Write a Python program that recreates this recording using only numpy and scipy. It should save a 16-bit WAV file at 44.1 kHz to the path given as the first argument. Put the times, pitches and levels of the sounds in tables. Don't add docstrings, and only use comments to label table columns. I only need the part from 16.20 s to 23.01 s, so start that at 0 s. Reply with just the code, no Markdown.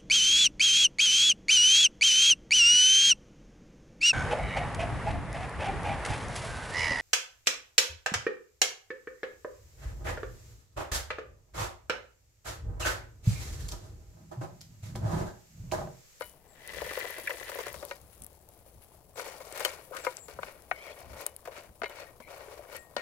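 import sys
import numpy as np
from scipy import signal
from scipy.fft import rfft, irfft
from scipy.io import wavfile
from scipy.ndimage import uniform_filter1d

SR = 44100
rng = np.random.default_rng(int(sys.argv[2]) if len(sys.argv) > 2 else 0)


def dump_mix(stems):
    frames = np.atleast_2d(stems).T
    limited = np.clip(frames, -1, 1)
    pcm = np.round(limited * 32767).astype(np.int16)
    wavfile.write(sys.argv[1], SR, pcm)


N = 300321
TIME = np.arange(N) / SR
CUTOFF_HZ = 15750
PEAK_SAMPLES = 220


def from_db(db):
    return 10 ** (np.asarray(db) / 20)


def rms_one(x):
    return x / np.sqrt(np.mean(x ** 2) + 1e-20)


def peak_level(x):
    return np.sqrt(uniform_filter1d(x ** 2, PEAK_SAMPLES).max(axis=-1, keepdims=True))


def dying(t, t60_s):
    return from_db(-60 * t / t60_s)


def gains(rows, fade_s=.3, silence_db=-100):
    s, *columns = np.transpose(rows)
    times = np.r_[s[0] - fade_s, s, s[-1] + fade_s]
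    return [from_db(np.interp(TIME, times, np.r_[silence_db, c, silence_db])) for c in columns]


def add(out, s, sound):
    start = max(round(s * SR), 0)
    out[..., start:start + sound.shape[-1]] += sound[..., :max(N - start, 0)]


def drift(knots_per_s):
    knots = rng.standard_normal(int(N / SR * knots_per_s) + 2)
    return rms_one(np.interp(TIME * knots_per_s, np.arange(len(knots)), knots))


def grains(per_s, spread_db, clump_db):
    born = rng.random(N) < per_s / SR
    sizes = from_db(spread_db * np.minimum(rng.exponential(1, N), 4) + clump_db * drift(110))
    return rms_one(born * sizes * rng.choice([-1, 1], (2, N))) + 1e-18


def band(x, low_hz, high_hz, order=3):
    sos = signal.butter(order, [low_hz, high_hz], "band", fs=SR, output="sos")
    return signal.sosfilt(sos, x + 1e-18)


def colour(x, spectrum, size=8192):
    hz, db = np.transpose(spectrum)
    grid_hz = np.linspace(1, SR / 2, size // 2 + 1)
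    cepstrum = irfft(np.log(from_db(np.interp(np.log(grid_hz), np.log(hz), db))))
    cepstrum[1:size // 2] *= 2
    cepstrum[size // 2 + 1:] = 0
    response = irfft(np.exp(rfft(cepstrum)))
    return signal.fftconvolve(x, response[None], axes=-1)[:, :N]


def resonate(x, peaks):
    out = 0
    for k, (hz, width_hz, db) in enumerate(peaks):
        r = np.exp(-np.pi * width_hz / SR)
        poles = [1, -2 * r * np.cos(2 * np.pi * hz / SR), r * r]
        out = out + (-1) ** k * from_db(db) * (1 - r * r) * signal.lfilter([1, 0, -1], poles, x)
    return rms_one(out)


# start in seconds, swell in seconds, fade in seconds, push on the food in dB,
# scraping beside the push in dB, wetness beside the push in dB; layer gains come on top.
STROKES = [(2.957, 0.047, 0.6, -44.5, -0.5, -3), (3.14, 0.14, 0.21, -52, -4, -1.5),
           (3.312, 0.16, 0.34, -43, 2.5, -3.5), (3.721, 0.053, 0.34, -50, 2, -4),
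           (3.838, 0.011, 0.37, -52.5, 5.5, 4), (4.079, 0.018, 1, -56.5, 1.5, -6.5),
           (4.22, 0.066, 0.17, -46.5, 0.5, -9.5), (4.52, 0.17, 0.47, -50.5, -1.5, -10),
           (4.75, 0.024, 1, -54, -2.5, -8.5), (4.931, 0.09, 0.19, -44.5, -1.5, -6),
           (5.251, 0.0053, 0.12, -51.5, 1, -2), (5.311, 0.067, 0.22, -47.5, 1.5, -7.5),
           (5.687, 0.12, 0.23, -47, 1, -9), (6.074, 0.035, 1, -48, -3, -10.5),
           (6.19, 0.13, 0.63, -52.5, -7, -9.5), (6.481, 0.085, 0.13, -55, 6.5, -1.5),
           (6.766, 0.029, 0.31, -42.5, 1.5, -16.5)]
SWELL_DB, FADE_DB = 7.5, 30
BITE_S, LET_GO_T60_S = 0.0012, 0.074
SCRAPE_POWER, WET_POWER = 1.46, 1.6


def strokes():
    power, t = np.zeros((3, N)), TIME[:SR]
    for s, swell_s, fade_s, db, scrape_db, wet_db in STROKES:
        effort = from_db(np.interp(t, [0, swell_s, swell_s + fade_s], [-SWELL_DB, 0, -FADE_DB]))
        contact = np.minimum(t / BITE_S, 1) * dying(np.maximum(t - swell_s - fade_s, 0), LET_GO_T60_S)
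        scrape = from_db(scrape_db) * effort ** SCRAPE_POWER
        wet = from_db(wet_db) * effort ** WET_POWER
        add(power, s, (from_db(db) * contact * np.array([effort, scrape, wet])) ** 2)
    return np.sqrt(power)


POP_DB = -4
POP_SPREAD_DB, POP_CLUMP_DB = 3, 2


def pops(per_s, low_hz, high_hz, sharpness, count=16):
    clicks = grains(per_s, POP_SPREAD_DB, POP_CLUMP_DB)
    dealt = rng.integers(0, count, N)
    out = 0
    for k, hz in enumerate(np.geomspace(low_hz, high_hz, count)):
        out = out + resonate(clicks * (dealt == k) + 1e-18, [(hz, hz / sharpness, 0)])
    return rms_one(out)


# frequency in Hz, density in dB per Hz.
SQUELCH_COLOUR = [(150, -50), (400, 0.5), (2500, -13), (4500, -9), (7000, -11), (10000, -13.5),
                  (15500, -20)]


def squelch(spread_db, pops_per_s, low_hz, high_hz, sharpness):
    smooth = rms_one(colour(grains(2200, spread_db, clump_db=2.5), SQUELCH_COLOUR))
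    return smooth + from_db(POP_DB) * pops(pops_per_s, low_hz, high_hz, sharpness)


# centre in Hz, width in Hz, level in dB.
POT_BODY = [(527, 154, 7.5), (700, 345, 2), (950, 290, 2.5), (1205, 210, -8)]
POT_WALL = [(1403, 163, 9), (1865, 64, 9), (2200, 344, 7), (3050, 260, -9.5)]
BUMPS_PER_S, BUMP_DB = 70, -11


def bumps(bright_db=-9):
    hits = grains(BUMPS_PER_S, POP_SPREAD_DB, POP_CLUMP_DB)
    return rms_one(resonate(hits, POT_BODY) + from_db(bright_db) * resonate(hits, POT_WALL))


def slosh(centre_hz=580, swing_octaves=.2, width_hz=70):
    pitch_hz = centre_hz * 2 ** (swing_octaves * drift(14))
    swells = np.array([drift(2 * width_hz), drift(2 * width_hz)])
    return rms_one(swells * np.sin(2 * np.pi * np.cumsum(pitch_hz) / SR))


def stirring(body_db=-1.5, wet_db=1, iron_db=-8, slosh_db=-7):
    catching = from_db(1.7 * drift(55))
    push, rub, wet = strokes() * catching
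    slips = grains(per_s=900, spread_db=2, clump_db=0.5)
    body = band(resonate(slips, POT_BODY), 486, 1900, order=2)
    body = body + from_db(POP_DB) * pops(300, 355, 1515, sharpness=4.7) + from_db(BUMP_DB) * bumps()
    iron_peaks = [(hz, np.log(1000) / (np.pi * t60_s), db) for hz, db, t60_s in POT_MODES]
    wall = band(resonate(slips, POT_WALL), 890, 8700, order=2)
    scrape = wall + from_db(iron_db) * resonate(slips, iron_peaks)
    tearing = squelch(2, 800, 1930, 12400, sharpness=7.7)
    churn = from_db(body_db) * body + from_db(slosh_db) * slosh()
    return push * churn + rub * scrape + from_db(wet_db) * wet * tearing


# frequency in Hz, level in dB, t60 in seconds.
POT_MODES = [(738, -12.5, 0.05), (971, -5.5, 0.1), (1250, 0.5, 0.032), (1448, -5.5, 0.069),
             (1882, -8.5, 0.12), (2135, 6, 0.046), (2350, -5.5, 0.097), (2966, -9.5, 0.21),
             (3240, -16, 0.05), (3880, -6.5, 0.14), (4316, -1, 0.071)]


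def pot_ring(t, hollow_hz, length, hollow_t60_s=0.073, hollow_db=4):
    out, quarter_turn = 0, np.array([[0], [np.pi / 2]])
    for hz, db, t60_s in [(hollow_hz, hollow_db, hollow_t60_s)] + POT_MODES:
        strength = from_db(db + rng.normal(0, 2.6)) * np.array([[1], [rng.choice([-1, 1])]])
        out = out + strength * np.cos(2 * np.pi * hz * t + quarter_turn) * dying(t, t60_s * length)
    return out


BAND_EDGES_HZ = [320, 750, 1650, 2650, 15500]


def weigh(sound, levels_db):
    out = 0
    for low_hz, high_hz, db in zip(BAND_EDGES_HZ, BAND_EDGES_HZ[1:], levels_db):
        part = band(sound, low_hz, high_hz)
        out = out + from_db(db) * part / peak_level(part)
    return out


# start in seconds, boom in dB, knock in dB, clack in dB, crack in dB,
# treble edge in Hz (higher for a harder contact), ring length factor (held to 0.4-1.5), hollow pitch in Hz.
KNOCKS = [(0.009, -34, -35.5, -56, -46, 3020, 0.27, 514), (0.02, -49, -40.5, -39.5, -45, 9000, 1.35, 610),
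          (1.711, -36.5, -33, -35, -42.5, 3020, 0.98, 558), (2.995, -49, -37.5, -35, -41.5, 8900, 1.2, 586),
          (3.449, -33, -29, -26, -24.5, 15000, 0.29, 554),
          (3.457, -32.5, -29.5, -33, -31.5, 9000, 0.83, 522),
          (3.767, -58, -42, -40, -37.5, 8800, 0.49, 570), (3.848, -47, -33, -37, -41.5, 9150, 0.56, 604),
          (3.867, -26, -26.5, -27.5, -46, 2450, 1.1, 517), (4.188, -36, -36.5, -56, -66, 1500, 0.5, 540),
          (4.231, -43.5, -33.5, -31, -41, 2960, 0.31, 570),
          (4.5128, -29.5, -27.5, -25, -42.5, 2130, 0.34, 745),
          (5.063, -41.5, -42, -42, -50, 5000, 0.77, 598),
          (5.6177, -34.5, -30.5, -32, -39.5, 2200, 0.66, 665), (5.634, -33, -32, -41, -41, 4000, 0.31, 424),
          (5.642, -41.5, -47, -31, -43, 3000, 0.6, 650), (5.658, -44, -41, -34.5, -45.5, 4020, 1.1, 560),
          (6.765, -28, -29, -34, -32.5, 4140, 0.59, 576)]


def knocks(crack_db=11, crack_t60_s=0.026, tail_db=-14, tail_t60_s=0.45):
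    out, t = np.zeros((2, N)), TIME[:SR // 4]
    for s, *levels_db, edge_hz, length, hollow_hz in KNOCKS:
        length = np.clip(length, .4, 1.5)
        burst = from_db(crack_db) * dying(t, crack_t60_s) + from_db(tail_db) * dying(t, tail_t60_s * length)
        sound = burst * rng.standard_normal((2, len(t))) + pot_ring(t, hollow_hz, length)
        add(out, s, weigh(band(sound, BAND_EDGES_HZ[0], edge_hz, order=2), levels_db))
    return out


# start in seconds, frequency in Hz, level in dB, t60 in seconds.
RINGS = [(3.45, 3050, -22.5, 0.043), (4.515, 2220, -44, 0.26), (4.515, 1500, -38, 0.09),
         (5.866, 1865, -55, 0.22), (6.556, 1865, -47, 0.37), (6.767, 1865, -39.5, 1)]
# start in seconds, level in dB.
JOLTS = [(5.615, -44.5), (6, -49), (6.765, -42.5)]
JOLT_HZ, JOLT_T60_S = 234, 0.082


def rings():
    out, t = np.zeros((2, N)), TIME[:SR // 2]
    for s, hz, db, t60_s in RINGS:
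        add(out, s, from_db(db) * np.sin(2 * np.pi * hz * t) * dying(t, t60_s))
    for s, db in JOLTS:
        add(out, s, from_db(db) * np.sin(2 * np.pi * JOLT_HZ * t) * dying(t, JOLT_T60_S))
    return out


# start in seconds, length in seconds, start pitch in Hz, end pitch in Hz, level in dB.
SQUEALS = [(4.539, 0.14, 2160, 2460, -50), (4.637, 0.11, 2310, 2350, -49.5),
           (6.009, 0.095, 2200, 2280, -54.5), (6.482, 0.036, 2150, 2120, -64),
           (6.538, 0.026, 2134, 2200, -48.5)]
# frequency ratio, level in dB.
SQUEAL_PARTIALS = [(1, 0), (1.4, -6), (1.84, -10), (2.35, -11)]
SQUEAL_SHRILL_DB = -45


def squeals(wander=.014, jitter=.032):
    out = np.zeros((2, N))
    for s, length_s, start_hz, end_hz, db in SQUEALS:
        size = int(length_s * SR)
        waver = (1 + wander * drift(50) + jitter * drift(860))[:size]
        turns = np.cumsum(np.linspace(start_hz, end_hz, size) * waver) / SR
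        shrill = from_db(min(db - SQUEAL_SHRILL_DB, 0))
        tone = 0
        for ratio, partial_db in SQUEAL_PARTIALS:
            strength = from_db(partial_db) * (shrill if ratio > 1 else 1)
            partial = np.sin(2 * np.pi * (ratio * turns + rng.random((2, 1))))
            tone = tone + strength * partial * drift(329)[:size]
        add(out, s, from_db(db) * signal.windows.tukey(size) * tone)
    return out


# start in seconds, length in seconds, start pitch in Hz, end pitch in Hz, level in dB.
SLURPS = [(3.716, 0.08, 950, 1787, -40.5)]


def slurps(width_hz=420):
    out = np.zeros((2, N))
    for s, length_s, start_hz, end_hz, db in SLURPS:
        size = int(length_s * SR)
        tone = np.sin(2 * np.pi * np.cumsum(np.geomspace(start_hz, end_hz, size)) / SR)
        add(out, s, from_db(db) * signal.windows.tukey(size) * drift(2 * width_hz)[:size] * tone)
    return out


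# start in seconds, level in dB before the mix gain, wetness as added treble tilt in dB per octave.
PLOPS = [(0.566, -36, -10), (0.617, -30, 0), (0.662, -37.5, 2), (0.709, -34.5, 0), (0.772, -28.5, -0.5),
         (0.842, -34.5, -1), (0.898, -37.5, 0.5), (0.98, -38, 1.5), (1.094, -34.5, 2), (1.112, -35, -1.5),
         (1.138, -40, -3), (1.209, -39, 0), (1.291, -36.5, 2.5), (1.317, -38.5, 1), (1.354, -35, -1),
         (1.386, -31, 1), (1.402, -35, 1), (1.465, -34, 1.5), (1.542, -40, 3), (1.626, -35, -1),
         (2.978, -35.5, -1.5), (3.203, -41.5, 0.5), (3.359, -41, 3.5), (3.376, -40.5, 4.5),
         (3.402, -32.5, 3), (3.71, -39, -20), (3.748, -40, 1.5), (4.083, -44.5, 2), (4.665, -43, 0.5),
         (4.964, -41.5, -0.5), (5.026, -51, 0), (5.254, -49.5, 3), (5.274, -33.5, -1.5), (5.695, -46.5, 3),
         (5.817, -45.5, -6), (6.001, -45, 1.5), (6.391, -40.5, -8), (6.525, -44, 2.5), (6.545, -39, -1.5)]
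REGISTERS_HZ = [490, 1110, 2090, 4500]
PLOP_DB_PER_OCT = -3.5
WET_CLICKS_PER_S, CLICK_SPREAD_DB = 3000, 3


def plops(thud_db=13, hollow_hz=530, squash_t60_s=0.055, settle_db=-20, settle_t60_s=0.25, spatter_db=-12):
    out, t = np.zeros((2, N)), TIME[:SR // 4]
    octaves = np.log2(np.array(REGISTERS_HZ) / REGISTERS_HZ[0])
    squash = dying(t, squash_t60_s) + from_db(settle_db) * dying(t, settle_t60_s)
    for s, db, wetness in PLOPS:
        sizes = from_db(CLICK_SPREAD_DB * np.minimum(rng.exponential(1, len(t)), 4))
        clicks = sizes * (rng.random(len(t)) < WET_CLICKS_PER_S / SR)
        push = rms_one(clicks) * rng.standard_normal((2, len(t))) * squash
        ring = pot_ring(t, hollow_hz * rng.uniform(.9, 1.1), 1)
        thud = band(ring, BAND_EDGES_HZ[0], REGISTERS_HZ[1], order=2)
        sound = from_db(thud_db) * thud + resonate(push, POT_BODY) + from_db(spatter_db) * rms_one(push)
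        add(out, s, weigh(sound, db + (PLOP_DB_PER_OCT + wetness) * octaves))
    return out


# time in seconds, level in dB before the layer gains.
FLOW = [(0.3, -75.5), (0.524, -51.5), (0.662, -50), (0.778, -48), (1.054, -55), (1.43, -52), (1.584, -55),
        (1.72, -53.5)]
# centre in Hz, width in Hz, level in dB.
BOWL_WOOD = [(1350, 110, -18), (1774, 196, -11), (2000, 63, -5), (2365, 105, -17), (2640, 47, -12),
             (2930, 1200, -22)]
BOWL_EMPTY_S, SLIDE_STOP_T60_S = 1.48, 0.28


def pouring(body_db=-3, slide_db=7, wet_db=-1):
    flow, = gains(FLOW)
    in_bowl = dying(np.maximum(TIME - BOWL_EMPTY_S, 0), SLIDE_STOP_T60_S)
    slips = grains(per_s=900, spread_db=3.5, clump_db=1.5)
    tumble = band(resonate(slips, POT_BODY), 200, 2500, order=2)
    tumble = tumble + from_db(POP_DB) * pops(100, 357, 1240, sharpness=7.7) + from_db(BUMP_DB) * bumps()
    slide = band(resonate(slips, BOWL_WOOD), 1300, 5900, order=2)
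    tearing = squelch(2.5, 370, 2260, 15600, sharpness=12)
    return flow * (from_db(body_db) * tumble + from_db(slide_db) * in_bowl * slide + from_db(wet_db) * tearing)


# start in seconds, level in dB before the mix gain.
BOWL_TAPS = [(0.81, -39.5), (1.073, -30.5), (1.103, -35)]


def bowl_taps(tap_t60_s=0.027):
    out, t = np.zeros((2, N)), TIME[:SR // 6]
    for s, db in BOWL_TAPS:
        rattle = rng.standard_normal((2, len(t))) * dying(t, tap_t60_s)
        sound = band(resonate(rattle, BOWL_WOOD), 1530, 2570, order=2)
        add(out, s, from_db(db) * sound / peak_level(sound))
    return out


# time in seconds, level in dB.
SIZZLE = [(0, -51.5), (0.25, -79), (0.7, -55.5), (1.45, -59), (1.75, -68), (1.95, -63), (2.2, -69.5),
          (2.55, -65), (2.87, -71.5), (3.3, -60), (4.1, -65.5), (4.8, -65.5), (5.5, -69.5), (6.2, -67.5),
          (6.81, -69)]
# frequency in Hz, density in dB per Hz.
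SIZZLE_COLOUR = [(2500, -17), (4500, -21.5), (8000, -24), (10800, -10), (13000, -25), (15500, -21)]
SIMMER_COLOUR = [(120, 5), (230, -7), (340, -2), (480, -0.5), (800, -3), (1150, -13), (1500, -19),
                 (3500, -22.5), (8000, -20.5)]


def simmering(simmer_db=-61):
    flurries = from_db(2.1 * drift(45))
    fizz = pops(600, 7500, 15000, sharpness=5)
    sizzle = rms_one(colour(grains(per_s=2500, spread_db=2, clump_db=1), SIZZLE_COLOUR))
    sizzle = sizzle + from_db(POP_DB) * fizz
    blips = from_db(-9) * pops(160, 480, 1150, sharpness=10, count=8)
    murmur = rms_one(colour(grains(per_s=2000, spread_db=2, clump_db=1.15), SIMMER_COLOUR)) + blips
    return gains(SIZZLE)[0] * flurries * sizzle + from_db(simmer_db) * murmur


def spitting(spit_db=-7, spit_t60_s=.012):
    drops = np.abs(grains(per_s=22, spread_db=3, clump_db=1)[0])
    envelope = signal.fftconvolve(drops, dying(TIME[:SR // 50], spit_t60_s))[:N]
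    crackle = rms_one(band(envelope * rng.standard_normal((2, N)), 6000, 15000, order=1))
    return from_db(spit_db) * gains(SIZZLE)[0] * crackle


# start in seconds, level in dB before the mix gain, centre in Hz.
SNAPS = [(0.4758, -39.5, 10000), (0.7907, -37.5, 14000), (0.9064, -38, 12000), (0.9853, -42, 10400),
         (1.3504, -41, 11700), (1.484, -42, 8000), (1.529, -41, 11000), (1.6512, -38, 10500),
         (2.0207, -41, 8500), (2.037, -45, 9000), (2.0451, -43, 11100), (2.0648, -42.5, 10100),
         (2.289, -50.5, 11300), (3.3252, -40.5, 7900), (3.397, -36, 8750), (3.9692, -38, 6800),
         (4.805, -51, 9500), (5.0648, -23.5, 9850), (5.164, -39, 10700), (6.566, -40.5, 10200)]


def snaps(snap_t60_s=0.0069, echo_db=-30, echo_t60_s=0.059, width_hz=5000, broad_db=-7):
    out, t = np.zeros((2, N)), TIME[:SR // 25]
    decay = dying(t, snap_t60_s) + from_db(echo_db) * dying(t, echo_t60_s)
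    for s, db, hz in SNAPS:
        burst = rng.standard_normal((2, len(t))) * decay
        peak = [(hz, width_hz, 0)]
        broad = rms_one(band(burst, *BAND_EDGES_HZ[-2:], order=1))
        sound = resonate(resonate(burst, peak), peak) + from_db(broad_db) * broad
        add(out, s, from_db(db) * rms_one(sound) * np.sqrt(PEAK_SAMPLES / len(t)))
    return out


# peak time in seconds, length in seconds, level in dB.
PUFFS = [(0.6, 0.33, -52.5), (1.555, 0.29, -56), (1.84, 0.07, -54), (2.025, 0.081, -47),
         (2.571, 0.12, -54.5), (4.198, 0.2, -54.5), (4.918, 0.24, -50), (5.499, 0.07, -52)]
# frequency in Hz, density in dB per Hz.
BREEZE_COLOUR = [(15, -7.5), (35, -21), (60, 8.5), (100, -4), (190, -8.5), (400, -24.5), (1500, -102)]


def breeze(steady_db=-65):
    pressure = np.full(N, from_db(steady_db))
    for s, length_s, db in PUFFS:
        add(pressure, s - length_s / 2, from_db(db) * np.hanning(int(length_s * SR)))
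    return pressure * rms_one(colour(rng.standard_normal((2, N)), BREEZE_COLOUR))


# start in seconds, length in seconds, start pitch in Hz, end pitch in Hz, level in dB.
BIRD = [(0.268, 0.087, 7960, 7320, -64.5), (2.934, 0.045, 7950, 7650, -61),
        (3.763, 0.12, 7970, 7180, -56.5), (3.952, 0.13, 7840, 7220, -53.5), (4.195, 0.025, 8150, 8100, -65),
        (6.584, 0.023, 8100, 7770, -55)]


def bird(trill_hz=34, swing_hz=260, waver_hz=130, forest_t60_s=0.3, direct_db=-1):
    out, echo_t = np.zeros((2, N)), TIME[:SR // 3]
    for s, length_s, start_hz, end_hz, db in BIRD:
        t = TIME[:int(length_s * SR)]
        trill = swing_hz * np.sin(2 * np.pi * (trill_hz * t + rng.random()))
        pitch_hz = np.linspace(start_hz, end_hz, len(t)) + trill + waver_hz * drift(235)[:len(t)]
        swell = np.sin(np.pi * t / length_s)
        add(out, s, from_db(db) * swell * np.sin(2 * np.pi * np.cumsum(pitch_hz) / SR))
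    trees = rms_one(rng.standard_normal((2, len(echo_t))) * dying(echo_t, forest_t60_s))
    echo = signal.fftconvolve(out, trees / np.sqrt(len(echo_t)), axes=-1)[:, :N]
    return from_db(direct_db) * out + echo


# frequency in Hz, left over right in dB.
LEAN = [(30, 2.9), (150, 3), (400, 8.1), (700, 6.5), (1300, 9.3), (2400, 2.7), (4400, 8.8), (8000, 8.5),
        (15000, 11.2)]
# frequency in Hz, likeness from 0 to 1 (held below 0.99).
LIKENESS = [(40, 0.24), (200, 1), (640, 0.86), (1400, 0.14), (2200, 0.33), (3500, 0.24), (7000, 0.077),
            (15000, 0.63)]


def two_ports(x, lag_s=.00007):
    hz, alike = np.transpose(LIKENESS)
    alike = np.clip(alike, -.99, .99)
    direct = colour(x[:1], np.c_[hz, 10 * np.log10((1 + alike) / 2)])
    scattered = colour(x[1:], np.c_[hz, 10 * np.log10((1 - alike) / 2)])
    hz, lean_db = np.transpose(LEAN)
    left = colour(direct + scattered, np.c_[hz, lean_db / 2])[0]
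    right = colour(direct - scattered, np.c_[hz, -lean_db / 2])[0]
    return np.array([left, np.interp(TIME - lag_s, TIME, right)])


def scene(plop_db=-3, tap_db=4, snap_db=-3):
    spoon = stirring() + knocks() + rings() + squeals() + slurps()
    meat = pouring() + from_db(plop_db) * plops() + from_db(tap_db) * bowl_taps()
    heat = simmering() + spitting() + from_db(snap_db) * snaps()
    return two_ports(spoon + meat + heat + breeze() + bird())


def record(dry):
    return signal.sosfilt(signal.ellip(10, .2, 80, CUTOFF_HZ, fs=SR, output="sos"), dry)


dry = scene()
out = record(dry)
dump_mix(out)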